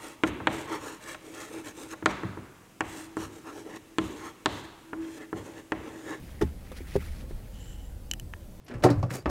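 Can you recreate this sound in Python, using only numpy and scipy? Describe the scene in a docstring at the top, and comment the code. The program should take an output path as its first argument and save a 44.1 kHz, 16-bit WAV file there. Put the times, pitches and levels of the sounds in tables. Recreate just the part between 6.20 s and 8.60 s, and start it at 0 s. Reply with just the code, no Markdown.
"""Inside a parked car with the engine idling: low rumble and hiss (coloured noise) and one hum (a sine).
Someone shifts about: cloth rustles (grainy noise), dull knocks ring the console (decaying modes), the
body rocks (low swelling sines). Then a small hard latch slides with a thin scrape (random slips ringing
its modes) and clicks three times; a dull tap on the trim and a last brief scrape follow."""
import sys
import numpy as np
from scipy import signal
from scipy.io import wavfile
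from scipy.ndimage import uniform_filter1d

SR = 44100
rng = np.random.default_rng(int(sys.argv[2]) if len(sys.argv) > 2 else 0)


def output_pcm(signal):
    """Save a mono or channel-first signal as 16-bit PCM at the path in sys.argv[1].

    Samples are clipped to [-1, 1] before scaling.
    """
    pcm = np.clip(np.atleast_2d(signal).T, -1, 1) * 32767
    wavfile.write(sys.argv[1], SR, np.round(pcm).astype(np.int16))


N = 105840
T = np.arange(N) / SR

# Colour of rumble and hiss. Each row: frequency in Hz, relative density in dB per Hz.
CABIN_COLOUR = [(10, -17.5), (20, -6), (33, -8.5), (42, -5), (56, -9), (73, -1.5), (90, -8), (118, -9.5),
                (142, -16.5), (195, -14), (230, -19), (294, -20), (405, -27.5), (520, -24), (700, -31.5),
                (800, -31), (1090, -38.5), (2000, -42.5), (5000, -45.5), (11000, -45), (16000, -47)]
# Rumble and hum over time. Each row: time in s, bass gain in dB, low-mid gain in dB, hum level in dB.
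RUMBLE_LEVELS = [(0, -3.5, -1, -52), (.3, 2.5, 4, -52), (.5, 2, 1.5, -51), (.9, -0.5, 7, -42.5),
                 (1.2, -0.5, 2, -45), (1.6, 2, -2, -45.5), (2.0, 3, -1, -46), (2.2, 5, -3.5, -51),
                 (2.4, -2, 2.5, -50)]
# Cloth rustle over time. Each row: time in s, level in dB, treble gain in dB.
RUSTLE_LEVELS = [(0, -58.5, -1), (.12, -52.5, -8), (.19, -62, -1), (.27, -56, -5), (.38, -66.5, 2.5),
                 (.46, -57, -4), (.5, -58.5, -4), (.55, -55.5, -3), (0.577, -52.5, 8), (.6, -55.5, -4),
                 (.66, -53.5, -16), (.68, -50, -4), (.73, -52.5, 1), (0.752, -47, 1), (.785, -56.5, -2),
                 (.81, -46.5, -9), (.86, -49.5, -1.5), (.9, -54, -1.5), (1.02, -59.5, 4.5), (1.04, -62, -5),
                 (1.08, -71, 0), (1.095, -65.5, 11.5), (1.13, -64, 0), (1.26, -61, -7), (1.31, -66.5, 3),
                 (1.45, -60, -1), (1.56, -62, -6), (1.72, -77, -6)]
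# Colour of the main rustle. Each row: frequency in Hz, relative density in dB per Hz.
CLOTH_COLOUR = [(300, -16), (900, -3), (1400, 4), (2100, 6.5), (3000, -2), (4500, -12)]
# Colour of the rustle's treble. Each row: frequency in Hz, relative density in dB per Hz.
CLOTH_TREBLE_COLOUR = [(3000, 5), (5000, 4), (8000, -5.5), (11000, -1), (14000, -21), (16000, -23)]
# Console modes. Each row: frequency in Hz, relative level in dB, t60 in s.
CONSOLE_MODES = [(74.8, -0.5, 0.5), (121, -1, 0.11), (158, -2, 0.13), (202.5, 3.5, .1), (260.4, 0.5, 0.18),
                 (347.6, 8, 0.061), (400, 6, 0.053), (508, -3.5, 0.065), (620, -25.5, 0.073),
                 (860, -13, 0.11), (1077, -17, 0.11), (1300, 5, 0.012), (1950, -14, 0.042)]
# Blows on the console. Each row: start in s, level in dB, centre of the modes woken in Hz,
# spread in octaves, scuff level in dB, scuff fade in s.
CONSOLE_BLOWS = [(0.2108, -27, 380, 0.44, -33, 0.0072), (.2138, -16.5, 333, .5, -31.5, 0.0075),
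                 (0.216, -17.5, 1020, 0.35, -42.5, 0.011), (.2205, -13, 386, 0.36, -31.5, 0.011),
                 (.2230, -15.5, 380, .3, -52, .01), (.2325, -14, 117, 0.86, -46.5, 0.028),
                 (0.516, -30, 545, 0.26, -39.5, 0.011), (0.606, -30, 300, 0.26, -72, .008),
                 (.7552, -11, 522, 0.36, -43, 0.011), (.7590, -17, 122, 0.65, -33.5, 0.01),
                 (.7627, -14, 413, 0.17, -58, 0.0079), (1.04, -41, 520, 0.21, -68, .008),
                 (1.109, -29, 420, 0.74, -49, .01)]
# Colour of the scuffs. Each row: frequency in Hz, relative density in dB per Hz.
SCUFF_COLOUR = [(500, 6.5), (1500, 5), (4000, -8.5), (10000, -13), (16000, -22)]
# Body rocks. Each row: start in s, peak of the envelope in dB, frequency in Hz, twice the rise time in s.
BODY_ROCKS = [(0.876, -37, 65.6, 0.048), (0.894, -30.5, 27.3, 0.026), (1.13, -30.5, 30.5, 0.033)]
# Latch modes. Each row: frequency in Hz, relative level in dB, t60 in s at ring length 1.
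LATCH_MODES = [(1300, 0, 0.017), (1850, -0.5, .016), (2988, -6, 0.024), (2990, 4.5, 0.023),
               (4070, -11, 0.013), (5020, -19, 0.0086), (5500, -13, 0.014), (6180, -1, 0.0077),
               (7240, -0.5, 0.0055), (7780, -1.5, 0.0046), (8950, -9, 0.0071), (11250, 7.5, 0.002),
               (14000, -18, .003)]
# Latch scraping over time. Each row: time in s, level of the lower modes in dB, of the higher modes in dB.
SCRAPE_LEVELS = [(1.32, -75, -82), (1.335, -62, -78), (1.37, -59.5, -74), (1.398, -60.5, -65),
                 (1.403, -59, -60.5), (1.44, -62.5, -60.5), (1.535, -58.5, -61.5), (1.545, -59, -65),
                 (1.57, -65, -70), (1.6, -63, -74), (1.66, -67.5, -68), (1.7, -72, -74), (1.73, -85, -78),
                 (1.76, -88, -76), (2.18, -90, -90), (2.21, -66, -85), (2.26, -74, -93)]
# Latch clicks. Each row: start in s, level of the light first touch in dB, centre of the modes woken in Hz,
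# spread in octaves, ring length as a factor on t60.
LATCH_CLICKS = [(1.9127, -20.5, 4980, 0.6, 1), (1.9359, -29.5, 5230, 1.33, 0.7),
                (1.9976, -35, 6760, 1.1, .8)]
# Trim modes. Each row: frequency in Hz, relative level in dB, t60 in s.
TRIM_MODES = [(950, -6, .014), (1290, -9.5, 0.013), (1770, -1, .012), (2550, -9, 0.0088),
              (3010, -9.5, 0.012), (3900, -20, .006), (6300, -13, .006)]

CABIN_DB, BASS_TOP_HZ, RUMBLE_TOP_HZ = -40.5, 125, 540
HUM_HZ, HUM_DRIFT_HZ, HUM_WAVER_DB = 42.1, .5, 1.3  # drift and waver are rms
GRAIN_DB, GRAIN_SAMPLES = 1.5, 150
KNOCK_PAD_S, TAP_PAD_S = .0009, .0004  # onset ramps
SLIPS_PER_S, SLIP_DB, SLIP_CAP = 3000, 3.0, 4  # slip gain: SLIP_DB times a capped exponential draw
BOUNCE_S, BOUNCE_DB = .0004, 8  # delay and gain of the full click after its first touch
TAP_S, TAP_DB = 2.1367, -25.5
EDGE_HZ = 15900


def amp(db):
    """Amplitude factor of a level in dB."""
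    return 10 ** (np.asarray(db) / 20)


def evened(x):
    """Scale to rms 1."""
    return x / np.sqrt(np.mean(x ** 2) + 1e-20)


def add(mix, start_s, sound):
    """Mix a sound in place, cut at the end of the mix."""
    part = mix[round(start_s * SR):][:len(sound)]
    part += sound[:len(part)]


def slow_wander(t, top_hz):
    """Random wander of rms 1: 24 slow sines, weaker with frequency."""
    sines = (np.sin(2 * np.pi * (hz * t + rng.random())) / np.sqrt(hz) for hz in np.geomspace(.3, top_hz, 24))
    return evened(sum(sines))


def noise(spectrum, size, patchy_db, field=lambda hz, t: 0):
    """Random short-time spectra with a colour, drifting patches and a dB field over time and pitch."""
    hop = size // 4
    frames, hz = N // hop + 5, np.fft.rfftfreq(size, 1 / SR)
    real, imag, patches = rng.standard_normal((frames, len(hz), 3)).T
    patches = uniform_filter1d(patches, size=6, axis=0)
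    patches = evened(uniform_filter1d(patches, size=6, axis=1))
    table_hz, table_db = np.transpose(spectrum)
    colour_db = np.interp(np.log(hz + 1), np.log(table_hz + 1), table_db)[:, None]
    colour = evened(amp(colour_db + patchy_db * patches))
    colour = colour * amp(field(hz[:, None], np.arange(frames) * hop / SR))
    sound = signal.istft((real + 1j * imag) * colour, nperseg=size, noverlap=size - hop)[1][:N]
    return sound / np.sqrt(size * 2 / 3)


def ring(modes, centre_hz, spread_octaves, length=1, mode_factor=-1.):
    """One blow, peak 1: decaying modes, strongest near the centre; factor -1 flips every other mode."""
    hz, db, t60_s = np.transpose(modes)[:, :, None]
    t60_s = length * t60_s
    t = np.arange(0, t60_s.max(), 1 / SR)
    octaves_off = np.log2(hz / centre_hz)
    weight = np.exp(-.5 * (octaves_off / max(spread_octaves, .05)) ** 2)
    weight = weight * mode_factor ** np.arange(len(modes))[:, None]
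    sound = (weight * amp(db - 60 * t / t60_s) * np.sin(2 * np.pi * hz * t)).sum(0)
    return sound / abs(sound).max()


def padded(blow, pad_s):
    """Soften a blow's onset with a linear ramp."""
    return blow * np.minimum(np.arange(len(blow)) / (pad_s * SR), 1)


def rumble_and_hiss():
    """Coloured noise: bass and low mids swell and dip, the hiss above holds steady."""
    t, bass_db, mid_db, _ = np.transpose(RUMBLE_LEVELS)

    def below(hz, top_hz):
        return 1 / (1 + (hz / top_hz) ** 2) ** 2

    def swell_db(hz, at):
        bass_extra_db = np.interp(at, t, bass_db - mid_db) * below(hz, BASS_TOP_HZ)
        return bass_extra_db + np.interp(at, t, mid_db) * below(hz, RUMBLE_TOP_HZ)

    return amp(CABIN_DB) * noise(CABIN_COLOUR, size=4096, patchy_db=2.24, field=swell_db)


def idling_hum():
    """One sine of the idling engine, wandering in pitch and level."""
    t, _, _, hum_db = np.transpose(RUMBLE_LEVELS)
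    level = amp(np.interp(T, t, hum_db) + HUM_WAVER_DB * slow_wander(T, 5))
    hz = HUM_HZ + HUM_DRIFT_HZ * slow_wander(T, 3.9)
    return np.sqrt(2) * level * np.sin(2 * np.pi * np.cumsum(hz) / SR)


def rustle():
    """Cloth drags on the seat: grainy noise whose treble comes and goes."""
    t, db, treble_db = np.transpose(RUSTLE_LEVELS)
    grain = amp(GRAIN_DB * evened(uniform_filter1d(rng.standard_normal(N), size=GRAIN_SAMPLES)))
    main = noise(CLOTH_COLOUR, size=512, patchy_db=3.45)
    treble = noise(CLOTH_TREBLE_COLOUR, size=512, patchy_db=0.5)
    cloth = main + amp(np.interp(T, t, treble_db)) * treble
    return cloth * grain * amp(np.interp(T, t, db, right=-120))


def knocks():
    """Padded blows ring the console modes, each with a short noise scuff."""
    out = np.zeros(N)
    scuff = noise(SCUFF_COLOUR, size=512, patchy_db=2.5)
    for start_s, db, centre_hz, spread_octaves, scuff_db, scuff_s in CONSOLE_BLOWS:
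        blow = ring(CONSOLE_MODES, centre_hz, spread_octaves, mode_factor=0.95)
        add(out, start_s, amp(db) * padded(blow, KNOCK_PAD_S))
        u = np.maximum(T - start_s, 0) / scuff_s
        out += amp(scuff_db) * scuff * np.minimum(4 * u, 1) * np.exp(-u ** 2)
    return out


def body_rocks():
    """The body rocks on its springs: low sines that swell briefly and die away."""
    out = np.zeros(N)
    for start_s, db, hz, fade_s in BODY_ROCKS:
        t = np.maximum(T - start_s, 0)
        u = 2 * t / fade_s
        out += amp(db) * np.e * u * np.exp(-u) * np.sin(2 * np.pi * hz * t)
    return out


def scrape_band(level_db, woken):
    """Dense tiny slips of random size and sign ring some of the latch modes."""
    size = amp(SLIP_DB * np.minimum(rng.exponential(1, N), SLIP_CAP))
    sign = np.sign(rng.standard_normal(N))
    slips = size * sign * (rng.random(N) < SLIPS_PER_S / SR)
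    sound = evened(signal.oaconvolve(slips, woken)[:N])
    t = np.transpose(SCRAPE_LEVELS)[0]
    return sound * amp(np.interp(T, t, level_db, left=-120, right=-120))


def latch_scrape():
    """The latch sings as it slides, in a lower and a higher group of modes."""
    _, low_db, high_db = np.transpose(SCRAPE_LEVELS)
    low = ring(LATCH_MODES, centre_hz=3850, spread_octaves=0.71, length=0.74)
    high = ring(LATCH_MODES, centre_hz=7420, spread_octaves=0.084, length=1.3)
    return scrape_band(low_db, low) + scrape_band(high_db, high)


def latch_clicks():
    """Each click rings the latch modes twice: a light first touch, then the full click."""
    out = np.zeros(N)
    for start_s, db, centre_hz, spread_octaves, length in LATCH_CLICKS:
        touch = amp(db) * ring(LATCH_MODES, centre_hz, spread_octaves, length)
        add(out, start_s, touch)
        add(out, start_s + BOUNCE_S, amp(BOUNCE_DB) * touch)
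    return out


def trim_tap():
    """One dull tap rings the trim modes."""
    out = np.zeros(N)
    tap = ring(TRIM_MODES, centre_hz=1900, spread_octaves=1.8)
    add(out, TAP_S, amp(TAP_DB) * padded(tap, TAP_PAD_S))
    return out


def scene():
    """Sum of all sources, one channel."""
    cabin = rumble_and_hiss() + idling_hum()
    movement = rustle() + knocks() + body_rocks()
    latch = latch_scrape() + latch_clicks() + trim_tap()
    return (cabin + movement + latch)[None]


def record(dry):
    """Band limit: linear-phase low-pass at EDGE_HZ."""
    lowpass = signal.firwin(511, EDGE_HZ, window=("kaiser", 9), fs=SR)
    return signal.oaconvolve(dry, lowpass[None], "same")


dry = scene()
out = record(dry)
output_pcm(out)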